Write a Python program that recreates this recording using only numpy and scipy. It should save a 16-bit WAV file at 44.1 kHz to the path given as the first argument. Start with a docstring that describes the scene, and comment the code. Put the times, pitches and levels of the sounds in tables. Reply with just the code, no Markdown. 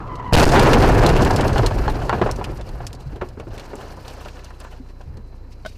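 """A car crash, heard from inside at the windscreen. Tyres squeal by stick-slip friction, then the impact
drives a pressure surge through the cabin that overloads the microphone. The car slews over the verge:
its shell booms, metal and gravel crunch, and blows excite the damped modes of panels and plastic.
It comes to rest in a shower of dirt, the engine still idling as a series of low harmonics."""
import sys
import numpy as np
from scipy import signal
from scipy.fft import rfft, irfft
from scipy.io import wavfile
from scipy.ndimage import uniform_filter1d

SR = 44100
rng = np.random.default_rng(int(sys.argv[2]) if len(sys.argv) > 2 else 0)


def to_wav(s):
    """Save 16-bit WAV."""
    ch = np.atleast_2d(s).T  # columns
    pcm = np.round(np.clip(ch, -1, 1) * 32767)  # PCM
    wavfile.write(sys.argv[1], SR, pcm.astype(np.int16))


N = 254721
T = np.arange(N) / SR
IMPACT_S, LANDING_S = .32, 0.49  # the cars meet; this one drops onto the verge

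# tyres biting the road: t/s, hold/s, level/dB
TYRE_BITES = [(.085, 0.17, -36), (.253, 0.026, -30)]
# spectra of cabin air, booming shell, heaving car, crunch, grit and falling dirt: f/Hz, level/dB
AIR_SPECTRUM = [(100, 0.5), (300, 3), (550, -2), (750, -21.5), (950, -9), (1500, -19), (2500, -22.5),
                (3400, -32), (4200, -22.5), (6000, -31), (9000, -40), (15000, -34)]
BOOM_SPECTRUM = [(8, -28), (22, 2), (38, 1.5), (70, -3), (130, -0.5), (200, -20), (400, -44), (1000, -108)]
HEAVE_SPECTRUM = [(10, -39.5), (25, -5), (40, -4.5), (60, -6), (110, -37), (400, -72)]
CRUNCH_SPECTRUM = [(60, -5.5), (170, 2), (400, 2.5), (800, -3), (1250, -12), (2000, -18), (3500, -27),
                   (7000, -36), (16000, -68)]
GRIT_SPECTRUM = [(800, -36), (2200, 4), (3600, -3.5), (4700, 6.5), (6500, -1), (9000, -5), (15000, -7.5)]
DIRT_SPECTRUM = [(100, -11.5), (300, -5.5), (600, 0.5), (1000, -5), (2000, -13.5), (3500, -15), (6000, -17),
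                 (10000, -29.5), (15000, -29)]
# resonances of the car body: f/Hz, bandwidth/Hz, gain/dB
BODY_RESONANCES = [(397, 480, 2), (727, 31, 3.5), (965, 200, 4), (1470, 550, 5.5), (1737, 115, 4.5),
                   (2750, 620, 5), (4250, 330, 3)]
# plastic and glass snapping: t/s, relative level/dB, f/Hz
CRACKS = [(.155, -33.5, 3870), (.334, 2.5, 2950), (.3515, 1, 2540), (.375, -4, 3020), (.441, -26, 3240),
          (.49, -10.5, 3600), (.5945, -6, 3640), (.7328, -3.5, 3000), (.823, -14.5, 3120),
          (1.063, -6, 4120), (1.0904, -15.5, 4560), (1.164, -14, 2700), (1.2212, -16, 5400),
          (1.2486, -15, 4800), (1.308, -16, 4900), (1.3615, -13.5, 4540), (1.4087, -15.5, 3370),
          (1.479, -19, 4400), (1.5804, -16, 3440), (1.6621, -9, 4190), (1.8977, -24.5, 3900),
          (2.3124, -17.5, 5570), (2.3605, -30, 5900), (2.4417, -19, 2940), (2.611, -31.5, 3520),
          (2.69, -33, 4350), (2.8674, -19.5, 5370), (2.9295, -28, 5000), (2.9494, -35, 4550),
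          (3.287, -37, 5160), (3.159, -39, 3000), (3.399, -31.5, 2230), (3.578, -28.5, 2960),
          (3.596, -28, 2880), (3.7544, -30.5, 7600), (4.0801, -27, 4430), (4.2837, -29.5, 2400),
          (4.4444, -31.5, 6100), (4.6017, -32, 7650), (5.0114, -41, 3070), (5.1706, -40.5, 4320),
          (5.661, -27.5, 3480)]
# suspension and cargo thumping: t/s, level/dB, f/Hz
THUMPS = [(.322, 2, 109), (1.045, -2.5, 141), (1.268, -4.5, 136), (3.059, -16, 135.5), (3.366, -28, 80.3),
          (4.798, -19, 258), (5.057, -20.5, 79.3), (5.182, -26, 213)]
# loose objects knocking: t/s, relative level/dB, f/Hz
KNOCKS = [(.3245, -15, 420), (.411, -23, 447), (.971, -5, 460), (1.036, -2, 508), (1.303, -7.5, 627),
          (1.451, -5.5, 418), (1.591, -9, 750), (1.631, -9.5, 520), (1.777, -31, 1000), (1.99, -24.5, 736),
          (2.016, -20, 750), (2.127, -7.5, 711), (2.2135, -4.5, 377), (2.2145, -8, 740),
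          (2.261, -10.5, 667), (2.289, -16, 733), (2.387, -18.5, 414), (2.411, -19, 820),
          (2.49, -21.5, 366), (2.802, -23.5, 688), (3.12, -27, 288), (3.156, -26, 386),
          (3.212, -20.5, 1120), (3.2175, -14.5, 360), (3.219, -25, 1060), (3.372, -25.5, 316),
          (3.397, -23, 460), (3.468, -25, 334), (3.531, -27.5, 458), (3.731, -20.5, 414),
          (4.257, -26.5, 584), (4.504, -33, 1014), (4.647, -30, 917), (5.005, -33, 720),
          (5.169, -31.5, 360), (5.325, -39, 454)]
# pulses of cabin pressure: t/s, duration/s, relative pressure
PRESSURE_PULSES = [(0.328, 0.0035, 1), (0.331, 0.0088, -1.02), (0.338, 0.038, -0.89), (0.346, 0.14, -0.31),
                   (0.443, 0.032, -0.84), (.48, .018, 0.11)]
# the car heaving on its springs: t/s, hold/s, level/dB
HEAVES = [(.76, 0.11, -14.5), (1.45, 0.39, -22), (2.2, 0.52, -31), (3.04, .06, -33.5)]
# the car digging into the ground: t/s, hold/s, boom level/dB, crunch level/dB
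JOLTS = [(.98, 0.24, -16.5, -18.5), (1.57, 0.034, -17.5, -31), (2.12, .17, -29.5, -32),
         (3.47, 0.04, -32.5, -48), (5.06, 0.089, -35, -55.5)]
# blows on a metal panel and on a hard plastic part: t/s, relative level/dB
PANEL_STRIKES = [(1.56, -7.5), (1.88, -6.5), (2.095, -0.5)]
PLASTIC_STRIKES = [(5.651, -19.5), (5.6605, -18.5)]
# their modes: f/Hz, level/dB, T60/s
PANEL_MODES = [(846, 2.5, 0.072), (953, -5, 0.019), (1080, 7, 0.016), (1444, 6.5, 0.015),
               (1700, -10, 0.083), (2790, -9, 0.03), (4300, -15, 0.041)]
PLASTIC_MODES = [(645, 4.5, 0.026), (1114, -7.5, 0.031), (1350, -10, 0.023), (1520, 1.5, .035),
                 (2150, -8, 0.04), (3100, -8, 0.03), (3800, -21, 0.21), (4930, -24, .05)]
# firing rate at idle: t/s, f/Hz
FIRING_RATE = [(4.1, 30.5), (4.342, 30.5), (4.95, 30), (5.238, 29), (5.75, 30.5)]
# harmonics of the firing rate: number, level/dB
ENGINE_HARMONICS = [(1, 10), (2, 7.5), (3, 4.5), (4, -23), (5, -13), (6, -33), (7, -44), (8, -21)]
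# waves of dirt landing, and grit trickling off the car: t/s, hold/s, level/dB
DIRT_FALLS = [(3.5, 0.093, -44), (3.77, 0.068, -42), (4.04, 0.2, -43), (4.36, 0.029, -45),
              (4.59, 0.073, -45.5)]
TRICKLES = [(5.48, .3, -62), (5.66, 0.017, -50.5)]


def amp(db):
    """Amplitude ratio of a level in decibels."""
    return 10 ** (np.asarray(db) / 20)


def unit(x):
    """Normalisation to rms 1."""
    return x / np.sqrt(np.mean(x ** 2) + 1e-20)


def steady(x, window):
    """Normalisation to a running rms of 1 over a window of samples."""
    return x / np.sqrt(uniform_filter1d(x ** 2, size=window) + 1e-12)


def spectrum_db(spectrum, hz):
    """Interpolation of level on a logarithmic frequency axis."""
    f, db = np.transpose(spectrum)
    return np.interp(np.log(hz + 1), np.log(f), db)


def body_db(hz):
    """Resonance: each mode of the car body adds a bell-shaped peak in level."""
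    return sum(db / (1 + (2 * (hz - f) / width) ** 2) for f, width, db in BODY_RESONANCES)


def shaped(x, db_of_hz, size=4096):
    """Causality: a minimum-phase filter rings only after it is excited."""
    gain_db = np.maximum(db_of_hz(np.fft.rfftfreq(size, 1 / SR)), -100)
    cepstrum = irfft(np.log(amp(gain_db)))
    cepstrum[1:size // 2] *= 2
    cepstrum[size // 2 + 1:] = 0
    return signal.oaconvolve(x, irfft(np.exp(rfft(cepstrum))))[:len(x)]


def soften(x, corner_hz):
    """Second-order low-pass: treble loss, as from absorption by upholstery."""
    return shaped(x, lambda hz: -10 * np.log10(1 + (hz / corner_hz) ** 4))


def wander(hz):
    """Random modulation of rms 1, band-limited to about hz."""
    f = np.fft.rfftfreq(32768, N / SR / 32768)
    slow = irfft(rfft(rng.standard_normal(32768)) / (1 + (f / hz) ** 4))
    return unit(np.interp(T, np.linspace(0, T[-1], len(slow)), slow))


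def narrowband(phase, width_hz):
    """Random quadrature modulation spreads a tone into a band of noise."""
    return unit(wander(width_hz) * np.cos(phase) + wander(width_hz) * np.sin(phase))


def drone(spectrum):
    """Stationary noise of rms 1 with the given spectrum."""
    noise = shaped(rng.standard_normal(N), lambda hz: spectrum_db(spectrum, hz), size=16384)
    return steady(noise, window=4000)


def swell(start_s, rise_s, hold_s, fall_db_per_s):
    """Envelope with a linear rise, a hold and an exponential decay."""
    age = T - start_s
    return np.clip(age / rise_s, 0, 1) * amp(-fall_db_per_s * np.maximum(age - rise_s - hold_s, 0))


def power_sum(*gains):
    """Incoherent sources add in power."""
    return np.sqrt(sum(gain ** 2 for gain in gains))


def swells(rows, rise_s, fall_db_per_s, column=2):
    """Power sum of one swell a row, its level taken from the given column."""
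    return power_sum(*(amp(row[column]) * swell(row[0], rise_s, row[1], fall_db_per_s) for row in rows))


def add(mix, s, sound):
    """Superposition of a sound on the mix at time s."""
    part = mix[max(round(s * SR), 0):][:len(sound)]
    part += sound[:len(part)]


def tyres(first_hz=1062, last_hz=988, sag_s=.1, jitter=0.039):
    """Stick-slip friction: one tread squeals, sagging as it slows; another scrubs a little higher."""
    pitch = last_hz + (first_hz - last_hz) * np.exp(-T / sag_s)
    phase = 2 * np.pi * np.cumsum(pitch * (1 + jitter * wander(hz=215))) / SR
    tone = np.sin(phase) + amp(-16) * np.sin(2 * phase) + amp(-26) * np.sin(3 * phase)
    bites = swells(TYRE_BITES, rise_s=0.0055, fall_db_per_s=300)
    squeal = unit(tone) * bites * amp(4.5 * wander(hz=110))
    scrub = amp(-38 - 7 * T / IMPACT_S) * narrowband(1.1 * phase, width_hz=220)
    return squeal + scrub * (T < IMPACT_S)


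def cabin_air():
    """Noise floor: the steady, broadband hush of the cabin."""
    return amp(-51) * drone(AIR_SPECTRUM)


def whine(pitch_hz=4040):
    """Narrow-band noise, heard as a faint whistle that wavers in level."""
    return narrowband(2 * np.pi * pitch_hz * T, width_hz=60) * amp(-72 + 3 * wander(hz=3))


def crash_envelope(road_db, impact_db, slide_db, hold_s, fall_db_per_s):
    """Dissipation of motion: road noise, a short crush, then a slide that fades as the car slows."""
    crush_rise_s = 0.022
    road = amp(road_db) * (T < IMPACT_S + crush_rise_s)
    crush = amp(impact_db) * swell(IMPACT_S, crush_rise_s, hold_s=0.1, fall_db_per_s=130)
    slide = amp(slide_db) * swell(LANDING_S, 0.065, hold_s, fall_db_per_s)
    return power_sum(road, crush, slide)


def jolts(column):
    """Transient envelopes: each jolt bites quickly and lets go."""
    return swells(JOLTS, rise_s=0.011, fall_db_per_s=108, column=column)


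def rumble(rest_db=-50):
    """Forced vibration: rough ground makes the shell boom and the car heave on its springs."""
    ploughing = crash_envelope(road_db=-32.5, impact_db=-8, slide_db=-12.5,
                               hold_s=0.23, fall_db_per_s=10.5)
    boom = drone(BOOM_SPECTRUM) * power_sum(ploughing, jolts(column=2), amp(rest_db))
    heave = drone(HEAVE_SPECTRUM) * swells(HEAVES, rise_s=0.043, fall_db_per_s=48)
    return boom + heave


def grains(per_s, spread_db):
    """Poisson impulses, mostly small with a few large ones."""
    size = amp(spread_db * np.minimum(rng.exponential(1, N), 4))
    return unit(size * rng.choice([-1, 1], N) * (rng.random(N) < per_s / SR))


def particles(spectrum, low_hz, high_hz, per_s, spread_db, clump_db, wash, bands):
    """Shot noise: each size of piece strikes in clumps and excites its own band, over a wash of echoes."""
    out, centres = np.zeros(N), np.log2(np.geomspace(low_hz, high_hz, bands))
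    gusts = wander(hz=26)
    for share in np.eye(bands):
        clumps = amp(clump_db * (gusts + wander(hz=41.8)))
        strikes = unit((grains(per_s, spread_db) + wash * rng.standard_normal(N)) * clumps)
        band_db = lambda hz: 10 * np.log10(np.interp(np.log2(hz + 1), centres, share) + 1e-4)
        out += shaped(strikes, lambda hz: spectrum_db(spectrum, hz) + body_db(hz) + band_db(hz))
    return steady(out, window=8000)


def crunch(settling_db=-56):
    """Coarse shot noise and its envelope: metal crumples, gravel churns, clods land, the wreck settles."""
    sliding = crash_envelope(road_db=-37, impact_db=-6.5, slide_db=-8, hold_s=0.051, fall_db_per_s=15)
    clods = amp(-41.5) * swell(start_s=3.405, rise_s=0.25, hold_s=0.3, fall_db_per_s=24)
    envelope = power_sum(sliding, jolts(column=3), clods, amp(settling_db))
    noise = particles(CRUNCH_SPECTRUM, 250, 2943, per_s=900, spread_db=3, clump_db=2, wash=0.67, bands=6)
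    return noise * envelope, envelope


def grit(sifting_db=-72):
    """Fine shot noise and its envelope: splinters spray, then sand rains down and trickles off."""
    spray = crash_envelope(road_db=-66, impact_db=-23, slide_db=-30.5, hold_s=0.027, fall_db_per_s=12)
    sand = amp(-55) * swell(start_s=3.31, rise_s=0.46, hold_s=0.3, fall_db_per_s=15.5)
    trickles = swells(TRICKLES, rise_s=0.015, fall_db_per_s=120)
    envelope = power_sum(spray, sand, amp(sifting_db), trickles)
    noise = particles(GRIT_SPECTRUM, 2190, 13400, per_s=1000, spread_db=6.5, clump_db=2.96,
                      wash=2.9, bands=4)
    return noise * envelope, envelope


def strays(envelope, above_db, pitch_hz, octaves, count, until_s=4.6):
    """Random impacts of loose pieces, in proportion to an envelope: rows of t/s, level/dB, f/Hz."""
    when, size, tone = rng.random((count, 3)).T
    times = IMPACT_S + (until_s - IMPACT_S) * (np.arange(count) + when) / count
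    levels = above_db + 20 * np.log10((.5 + size) * np.interp(times, T, envelope) + 1e-9)
    return zip(times, levels, pitch_hz * 2 ** (octaves * (tone - .5)))


def blows(rows, t60_at_1khz_s, slopes_db_per_octave, knee_octaves, rise_s, tail_db, tail_t60_s, ring):
    """Damped transients: a noise burst and a tone, longer when deep, with a reverberant tail."""
    out, t = np.zeros(N), T[:SR // 3]
    for s, db, pitch in rows:
        t60 = t60_at_1khz_s * np.sqrt(1000 / pitch)
        decay = amp(-60 * t / t60) + amp(tail_db - 60 * t / tail_t60_s)
        burst = (1 - np.exp(-t / rise_s)) * decay

        def peak_db(hz):
            octaves = np.log2((hz + 1) / pitch)
            slope = np.where(octaves < 0, *slopes_db_per_octave)  # below and above the pitch
            return body_db(hz) - slope * (np.hypot(octaves, knee_octaves) - knee_octaves)
        fracture = unit(shaped(burst * rng.standard_normal(len(t)), peak_db))
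        tone = unit(burst * np.sin(2 * np.pi * pitch * t))
        add(out, s, amp(db) * unit(fracture + ring * tone) * np.std(burst) / burst.max())
    return out


def cracks(grit_envelope):
    """Brittle fracture: plastic and glass snap in sudden, bright bursts."""
    rows = [*CRACKS, *strays(grit_envelope, above_db=16.5, pitch_hz=4140, octaves=1.2, count=11)]
    snaps = blows(rows, t60_at_1khz_s=.083, slopes_db_per_octave=(8, 8), knee_octaves=0.15,
                  rise_s=0.00018, tail_db=-30, tail_t60_s=0.12, ring=0.33)
    return amp(-8) * soften(snaps, corner_hz=11500)


def tearing(depth_db=5, fade_s=0.15):
    """Amplitude modulation: sheet metal yields in rapid jerks, hardest just after the cars meet."""
    depth = depth_db * np.exp(-np.maximum(T - IMPACT_S, 0) / fade_s) * (T > IMPACT_S)
    return amp(depth * wander(hz=130))


def thumps(rise_s=0.011, cycles=16):
    """Damped oscillation: suspension and cargo swing, each losing 60 dB in the same number of cycles."""
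    out, t = np.zeros(N), T[:SR // 3]
    for s, db, hz in THUMPS:
        envelope = amp(db - 60 * t * hz / cycles) * (1 - np.exp(-t / rise_s))
        add(out, s, envelope * np.sin(2 * np.pi * hz * t))
    return out


def knocks(crunch_envelope):
    """Impact excitation: loose objects knock about and ring briefly in the midrange."""
    rows = [*KNOCKS, *strays(crunch_envelope, above_db=5.5, pitch_hz=545, octaves=1.8, count=10)]
    impacts = blows(rows, t60_at_1khz_s=0.054, slopes_db_per_octave=(2.5, 12.5), knee_octaves=0.11,
                    rise_s=0.0013, tail_db=-16, tail_t60_s=0.24, ring=0.51)
    return amp(-5.5) * soften(impacts, corner_hz=7500)


def pressure_surge():
    """Compression and rarefaction: the shell, struck and springing back, shoves the cabin air."""
    return sum(pressure * np.sin(np.pi * np.clip((T - s) / length, 0, 1))
               for s, length, pressure in PRESSURE_PULSES)


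def struck(rows, modes, chatter, chatter_s, click, detune):
    """Modal vibration: a blow and its brief contact chatter set an object's modes ringing."""
    out, t = np.zeros(N), T[:SR // 4]
    for s, db in rows:
        ring = np.zeros(len(t))
        for hz, level, t60 in modes:
            detuned_hz = hz * (1 + detune * rng.standard_normal())
            ring += amp(level - 60 * t / t60) * np.sin(2 * np.pi * detuned_hz * t)
        contact = rng.standard_normal(len(t)) * np.exp(-t / chatter_s)
        hit = ring + chatter * signal.fftconvolve(ring, contact / np.linalg.norm(contact))[:len(t)]
        add(out, s, amp(db) * (hit / abs(hit).max() + click * contact))
    return soften(out, corner_hz=7500)


def panel_clanks():
    """Inharmonic modes of a struck sheet-metal panel."""
    return amp(-0.5) * struck(PANEL_STRIKES, PANEL_MODES, chatter=1, chatter_s=0.013,
                              click=0.007, detune=0.019)


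def engine(level_db=-37, start_s=3, rise_s=1.33):
    """Periodic excitation: slightly uneven firings form harmonics that emerge as the car stops."""
    firing_hz = np.interp(T, *np.transpose(FIRING_RATE)) * (1 + 0.01 * wander(hz=3.7))
    phase = 2 * np.pi * np.cumsum(firing_hz) / SR
    hum = sum(-amp(db - 1.5 * wander(hz=1)) * np.cos(k * phase) for k, db in ENGINE_HARMONICS)
    return unit(hum) * amp(level_db) * np.clip((T - start_s) / rise_s, 0, 1)


def dirt_shower():
    """Shot noise in waves: thrown dirt falls back on roof and glass."""
    noise = particles(DIRT_SPECTRUM, 356, 10500, per_s=960, spread_db=2.5, clump_db=3.5,
                      wash=1.3, bands=9)
    return noise * swells(DIRT_FALLS, rise_s=0.016, fall_db_per_s=73)


def plastic_clacks():
    """Damped modes of a hard plastic part, struck twice in quick succession."""
    return amp(-1) * struck(PLASTIC_STRIKES, PLASTIC_MODES, chatter=0.95, chatter_s=0.0037,
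                            click=0.04, detune=0.0076)


def scene():
    """Linear superposition of all sources at the windscreen."""
    coarse, crunch_envelope = crunch()
    fine, grit_envelope = grit()
    dirt = dirt_shower()
    background = engine() + whine() + cabin_air()
    crash = tyres() + pressure_surge() + rumble() + (coarse + fine) * tearing()
    hits = cracks(grit_envelope) + thumps() + knocks(crunch_envelope) + panel_clanks() + plastic_clacks()
    return (crash + hits + dirt + background)[None]


def saturate(x, limit, order):
    """Saturation: a rounded knee into a flat top, sharper at a higher even order."""
    return x / (1 + (x / limit) ** order) ** (1 / order)


def record(dry, leak_hz=6, droop_hz=14500, band_limit_hz=15100):
    """Overload: the microphone clips, its AC coupling lets the flat tops sag, the converter clips again."""
    microphone = saturate(dry[0], limit=0.5, order=6)
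    coupled = signal.lfilter(*signal.butter(1, leak_hz, "high", fs=SR), microphone)
    converted = soften(saturate(coupled, limit=0.39, order=16), droop_hz)
    low_pass = signal.firwin(161, band_limit_hz, window=("kaiser", 9), fs=SR)
    return signal.oaconvolve(converted, low_pass, "same")[None]


dry = scene()
out = record(dry)
to_wav(out)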